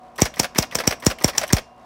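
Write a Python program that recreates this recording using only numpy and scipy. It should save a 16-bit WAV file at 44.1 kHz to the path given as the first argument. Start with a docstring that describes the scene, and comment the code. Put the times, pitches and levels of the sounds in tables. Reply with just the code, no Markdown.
"""In a small room, an electric typewriter types nine letters, heard from close above.
For each letter a cam (a turning lever) grabs the linkage and throws a typebar, the arm with the letter.
The bar brushes its guide and slaps the paper on the roller. The sheet answers with a falling thump,
the frame and desk shake, then bar and carriage clatter to rest. The motor hums underneath."""
import sys
import numpy as np
from scipy import signal
from scipy.fft import rfft, irfft, next_fast_len
from scipy.io import wavfile
from scipy.ndimage import uniform_filter1d, map_coordinates

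SR = 44100
rng = np.random.default_rng(int(sys.argv[2]) if len(sys.argv) > 2 else 0)


def to_wav(sig):
    """Store sig (one row per channel, or 1-D mono) as 16-bit WAV at the path in sys.argv[1].

    Samples outside -1..1 are clipped; the rate is SR.
    """
    pcm = np.clip(np.atleast_2d(sig), -1, 1) * 32767
    pcm = np.round(pcm).astype(np.int16)
    wavfile.write(sys.argv[1], SR, pcm.T)  # frames by channels


N = 81585

# Letters: t/s, crack level/dB, thump level/dB, thump swell/s, thump cycles as its age grows 2.7-fold
STRIKES = [(0.2187, -5, -3.5, 0.0031, 0.94), (.3978, -6.5, -9.5, 0.0015, 0.83),
           (.5860, -5, -6.5, 0.0025, 0.89), (0.7531, -9.5, -20.5, 0.0032, 0.83),
           (0.8758, -7, -7, 0.002, 0.75), (1.0654, -6.5, -4, 0.0038, 1.054),
           (1.2435, -6.5, -5, 0.0026, 0.98), (1.3808, -7.5, -41.5, 0.0027, 1.07),
           (1.5310, -6.5, -2, 0.0048, 0.87)]
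# Small hits before a strike: t/s, level/dB
KEY_TRIPS = [(.180, -39), (.339, -35), (.548, -33.5), (.7115, -35.5), (1.023, -35.5), (1.1855, -35),
             (1.490, -32.5)]  # key levers trip the cam
CAM_KNOCKS = [(.183, -28), (.1895, -24.5), (.3685, -30.5), (.558, -23.5), (.722, -30), (.836, -28.5),
              (.853, -30.5), (1.026, -35), (1.036, -32), (1.203, -43.5), (1.211, -29.5), (1.332, -35),
              (1.350, -29.5), (1.502, -26.5)]  # the cam grabs the linkage
STEEL_TICKS = [(.158, -42.5), (.179, -37), (.2025, -30), (.357, -43), (.382, -39.5), (.548, -47),
               (.572, -29.5), (.733, -49), (.857, -49), (1.000, -41), (1.047, -33.5), (1.185, -50.5),
               (1.203, -45), (1.222, -37.5), (1.362, -44), (1.467, -42), (1.477, -33), (1.512, -51.5)]  # light levers and springs
# Bar and carriage falling to rest: t/s, body level/dB, bright edge level/dB
RETURNS = [(0.2541, -23.5, -22), (0.258, -21, -54), (0.265, -30.5, -42), (0.431, -25, -25),
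           (.442, -19, -26.5), (0.448, -25.5, -39), (.623, -26, -25.5), (0.63, -22, -49), (.786, -22, -21),
           (0.8, -19.5, -36), (.808, -27, -32), (0.908, -22, -24), (0.923, -19.5, -34), (.934, -46, -58),
           (1.1, -23, -26.5), (1.110, -23, -28.5), (1.117, -29, -39), (1.278, -22.5, -22),
           (1.287, -23, -27), (1.298, -29.5, -30.5), (1.413, -25.5, -27), (1.418, -25.5, -42),
           (1.432, -23, -28), (1.437, -25.5, -45), (1.566, -21.5, -24.5), (1.57, -29, -39),
           (1.581, -21.5, -31), (1.585, -31, -47)]

# Ringing notes: f/Hz, relative level/dB, fade/s (a fade, or t60, is the time to drop 60 dB)
TYPEBAR_NOTES = [(4500, -28.5, .025), (5350, -2, 0.032), (5890, -4, 0.053), (6100, -11, .05),
                 (6040, -3, .035), (7240, 6.5, 0.017), (7300, -24, .025), (7640, -1, 0.01),
                 (9500, -16, 0.021)]
SHEET_NOTES = [(640, -28.5, 0.027), (769, -16.5, 0.032), (990, -31.5, .02)]
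# The motor's hum notes: f/Hz, base level/dB
HUM_NOTES = [(60, -64.5), (120, -69), (178, -73.5), (239, -58.5), (358, -63.5), (468, -65.5), (574, -60.5),
             (620, -73.5), (700, -66), (967, -60), (1084, -60.5), (1207, -64.5)]

# Tone colours, or how strong each pitch is in a noise: f/Hz, relative level/dB
GUIDE_TONE = [(300, -16), (800, -11), (2000, -9), (3500, -8.5), (4800, -7.5), (5900, -0.5), (6600, -6.5),
              (8000, -6), (10000, -10.5), (15500, -8)]  # bar on its guide
CRACK_TONE = [(150, -22), (550, -7), (830, -9.5), (1100, -12.5), (1500, -15), (2200, -10), (4200, -15.5),
              (5000, -10.5), (5600, 3), (6150, -5.5), (6600, -5.5), (7100, -7.5), (7900, -9), (9000, -13),
              (10000, -19.5), (12000, -18.5), (16000, -25)]  # bar on the roller
BASKET_TONE = [(100, -7), (300, -8), (700, 3), (1300, -5), (2200, -4), (3500, -10), (5000, -9), (5700, 0.5),
               (6500, -12.5), (8000, -12.5), (10000, -19), (15000, -14)]  # the basket that holds the bars
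LEVER_TONE = [(150, -15.5), (700, -8.5), (1300, -2.5), (2100, -0.5), (3100, 0), (4000, -8.5), (5600, -11),
              (7000, -19), (15000, -22)]
LINKAGE_TONE = [(80, -11.5), (250, 0), (700, -1.5), (1100, 4), (1400, -7.5), (1900, 3.5), (3000, -15),
                (4200, -13), (5600, -8), (7000, -23), (15000, -28)]
TICK_TONE = [(800, -18), (3000, -0.5), (4800, -7.5), (5900, 7.5), (6600, -10.5), (8000, 1.5), (10000, -6.5),
             (12000, -2), (15500, -11.5)]
CASING_TONE = [(80, -18), (250, -15.5), (450, -6), (600, 1), (760, -1.5), (900, -9.5), (1300, -6),
               (2200, -7), (3500, -13), (5500, -21.5), (6800, -25), (15000, -29.5)]
EDGE_TONE = [(800, -37.5), (2500, -12), (4000, -4), (5200, 3.5), (6000, -2), (6600, -9), (8000, -10),
             (10000, -9.5), (15000, -17.5)]  # the bright edge of a click
FRAME_TONE = [(60, -9), (170, -4.5), (240, 0.5), (330, -12), (500, -5), (900, -18.5), (3000, -47.5),
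              (15000, -52.5)]
WHIRR_TONE = [(18, -55.5), (30, -24), (145, -20), (161, -18.5), (319, -18), (345, -28.5), (649, -12.5),
              (740, -7), (822, -20.5), (988, -16), (1500, -27.5), (11400, -52.5), (16000, -63.5)]  # belt and shaft

# How the motor swells and sinks: t/s, level/dB
MOTOR_SWELL = [(0, -1.5), (.15, -0.5), (.4, -1), (1.0, 1), (1.5, 3), (1.66, -3.5), (1.75, -4), (1.795, 1),
               (1.85, -2)]  # added to the hum and whirr levels
WHINE_LEVEL = [(0, -47.5), (.15, -52), (.4, -63.5), (1.5, -56), (1.7, -63.5), (1.76, -65), (1.795, -52.5),
               (1.85, -59)]
# How long the room echoes: f/Hz, fade/s
ROOM_FADE = [(100, 0.55), (700, 0.23), (2500, 0.27), (6000, 0.25), (14000, 0.14)]


def typebars(hits):
    """Each bar brushes the guide, cracks on the roller, rings and shakes the basket of bars."""
    early = [(s - 0.0068, db) for s, db in hits]  # the guide comes just before the roller
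    guide = contacts(early, GUIDE_TONE, attack=0.0055, hold=0.0059, t60=0.014, chatter_db=5.5)
    crack = contacts(hits, CRACK_TONE, attack=0.000077, hold=0.00086, t60=0.016, chatter_db=1)
    basket = contacts(early, BASKET_TONE, attack=0.0019, hold=0.017, t60=0.11, chatter_db=1)
    ring = np.zeros(N)
    for s, db in hits:
        t = since(s)
        for (hz, level, t60), luck in zip(TYPEBAR_NOTES, rng.standard_normal(len(TYPEBAR_NOTES))):
            loudness = fade(db + level + 2 * luck, t, t60) * rise(t, 0.00018)
            ring += loudness * sine(hz * t + rng.random())
    return amp(-11.5) * guide + crack + amp(-18.5) * basket + amp(-13.5) * ring


def paper():
    """The slap rings the sheet and sends a ripple through it. High notes arrive first: the thump falls."""
    end_hz = 14  # the pitch sinks towards this
    out = np.zeros(N)
    for s, _, db, swell, cycles in STRIKES:
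        t = since(s + 0.00047)
        turns = cycles * np.log1p(t / 0.00066) + end_hz * t
        age = t / swell
        bump = 2 * age / (1 + age ** 2.146)  # quick swell, slower fall
        out += fade(db, t, t60=0.17) * bump * sine(turns)
        out += sum(fade(db + level, t, t60) * sine(hz * t) for hz, level, t60 in SHEET_NOTES)
    return out


def levers_and_carriage():
    """Knocks and ticks launch the bar; afterwards it drops back while the carriage steps on."""
    cams = contacts(CAM_KNOCKS, LINKAGE_TONE, attack=0.00059, hold=0.0016, t60=0.099, chatter_db=-1.5)
    ticks = contacts(STEEL_TICKS, TICK_TONE, attack=0.00017, hold=0.0012, t60=0.057, chatter_db=4)
    body_hits = [(s, db) for s, db, _ in RETURNS]
    edge_hits = [(s, db) for s, _, db in RETURNS]
    body = contacts(body_hits, CASING_TONE, attack=0.0014, hold=0.0022, t60=0.061, chatter_db=1)
    edge = contacts(edge_hits, EDGE_TONE, attack=0.00014, hold=0.0016, t60=0.041, chatter_db=5.5)
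    keys = contacts(KEY_TRIPS, LEVER_TONE, attack=0.00044, hold=0.002, t60=0.06, chatter_db=1)
    return keys + cams + ticks + body + edge


def frame_and_desk(hits):
    """Every strike makes the frame shudder, the desk boom faintly and a spring sing on."""
    desk_hz, spring_hz = 65.4, 2790
    shudder = contacts(hits, FRAME_TONE, attack=0.004, hold=0.0073, t60=0.3, chatter_db=-1.7)
    boom, spring = np.zeros(N), np.zeros(N)
    for s, db in hits:
        t = since(s)
        boom += fade(db, t, t60=0.42) * rise(t, 0.018) * sine(desk_hz * t)
        spring += fade(db, t, t60=0.99) * sine(spring_hz * t)
    return amp(-28.5) * shudder + amp(-38) * boom + amp(-50) * spring


def motor():
    """The motor hums and whines, a little unsteadily, over the whirr of belt and shaft."""
    t = since(0)

    def note(hz, db):
        peak = amp(db + 0.4 * wobble(14)) * np.sqrt(2)
        return peak * np.sin(2 * np.pi * (hz * t + rng.random()) + 0.33 * wobble(11))

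    hum = sum(note(hz, db) for hz, db in HUM_NOTES)
    whirr = amp(-48 + wobble(25)) * unit(coloured(rng.standard_normal(N), WHIRR_TONE))
    whine = note(hz=740, db=np.interp(t, *np.transpose(WHINE_LEVEL)))
    swell = amp(np.interp(t, *np.transpose(MOTOR_SWELL)))
    return swell * (hum + whirr) + whine


def shaft():
    """The spinning shaft ticks faintly on every turn."""
    turns_per_s = 59
    age = since(0) % (1 / turns_per_s)
    loudness = fade(-64.5 + 3.2 * wobble(30), age, t60=0.015)
    return coloured(loudness * rng.standard_normal(N), EDGE_TONE)


def room(x):
    """The walls return a short echo in which the highest notes die first."""
    hz, t, noise = signal.stft(rng.standard_normal(SR // 2), SR, nperseg=256)
    fading = noise * fade(0, t, along(ROOM_FADE, hz)[:, None])
    tail = signal.istft(fading, SR, nperseg=256)[1]
    return signal.fftconvolve(x, tail / np.linalg.norm(tail))[:N]


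def contacts(hits, tone, attack, hold, t60, chatter_db):
    """Parts chatter together: one noise burst per hit (t/s, level/dB). Attack, hold and t60 are in s."""
    power = sum((fade(db, since(s + hold), t60) * rise(since(s), attack)) ** 2 for s, db in hits)
    noise = rng.standard_normal(N)
    chatter = unit(uniform_filter1d(rng.standard_normal(N), size=40))
    rough_noise = unit(noise * amp(chatter_db * chatter))
    return coloured(np.sqrt(power) * rough_noise, tone)


def coloured(x, tone, size=4096):
    """Give a sound a tone colour, using a filter with an energy of 1."""
    gains = amp(along(tone, np.fft.rfftfreq(size, 1 / SR)))
    cepstrum = irfft(np.log(gains))
    # Fold the second half onto the first, so nothing rings before its hit.
    cepstrum[1:size // 2] *= 2
    cepstrum[size // 2 + 1:] = 0
    response = irfft(np.exp(rfft(cepstrum)))[:size // 2]
    return signal.fftconvolve(x, response / np.linalg.norm(response))[:N]


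def wobble(rate):
    """A smooth curve through `rate` random points a second."""
    points = rng.standard_normal(int(N * rate / SR) + 4)
    return map_coordinates(points, [np.arange(N) * rate / SR])


def along(points, hz):
    """Read between the rows of an (f/Hz, value) table, with octaves evenly spaced."""
    f, values = np.transpose(points)
    return np.interp(np.log(hz + 1), np.log(f + 1), values)


def since(s):
    """Seconds after a moment, zero before it."""
    return np.maximum(np.arange(N) / SR - s, 0)


def rise(t, attack):
    """Climb from 0 towards 1, most of the way in `attack` seconds."""
    return 1 - np.exp(-t / attack)


def fade(db, t, t60):
    """Start at db and drop 60 dB every t60 seconds."""
    return amp(db - 60 * t / t60)


def sine(turns):
    """A pure tone, one wave per turn."""
    return np.sin(2 * np.pi * turns)


def amp(db):
    """Turn decibels into a multiplier."""
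    return 10 ** (np.asarray(db) / 20)


def unit(x):
    """Scale to an average strength (rms) of 1."""
    return x / np.sqrt(np.mean(x ** 2) + 1e-20)


def scene():
    """The machine and its room; only the clatter echoes, as the thump barely reaches the walls."""
    hits = [(s, db) for s, db, *_ in STRIKES]
    clatter = typebars(hits) + levers_and_carriage()
    typing = clatter + paper() + frame_and_desk(hits)
    echo = amp(-18) * room(clatter)
    return (typing + echo + motor() + shaft())[None]


def record(dry):
    """The microphone drops the deepest bass, rounds off the loudest peaks and cuts the highest treble."""
    low_hz, top_hz, edge_hz, ceiling = 28, 15900, 130, 0.95
    heard = signal.sosfilt(signal.butter(2, low_hz, 'highpass', fs=SR, output='sos'), dry)
    rounded = heard / (1 + np.abs(heard / ceiling) ** 6) ** (1 / 6)
    size = next_fast_len(N + SR // 2)
    treble_cut = 0.5 - 0.5 * np.tanh((np.fft.rfftfreq(size, 1 / SR) - top_hz) / edge_hz)
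    return irfft(rfft(rounded, size) * treble_cut, size)[..., :N]


dry = scene()
out = record(dry)
to_wav(out)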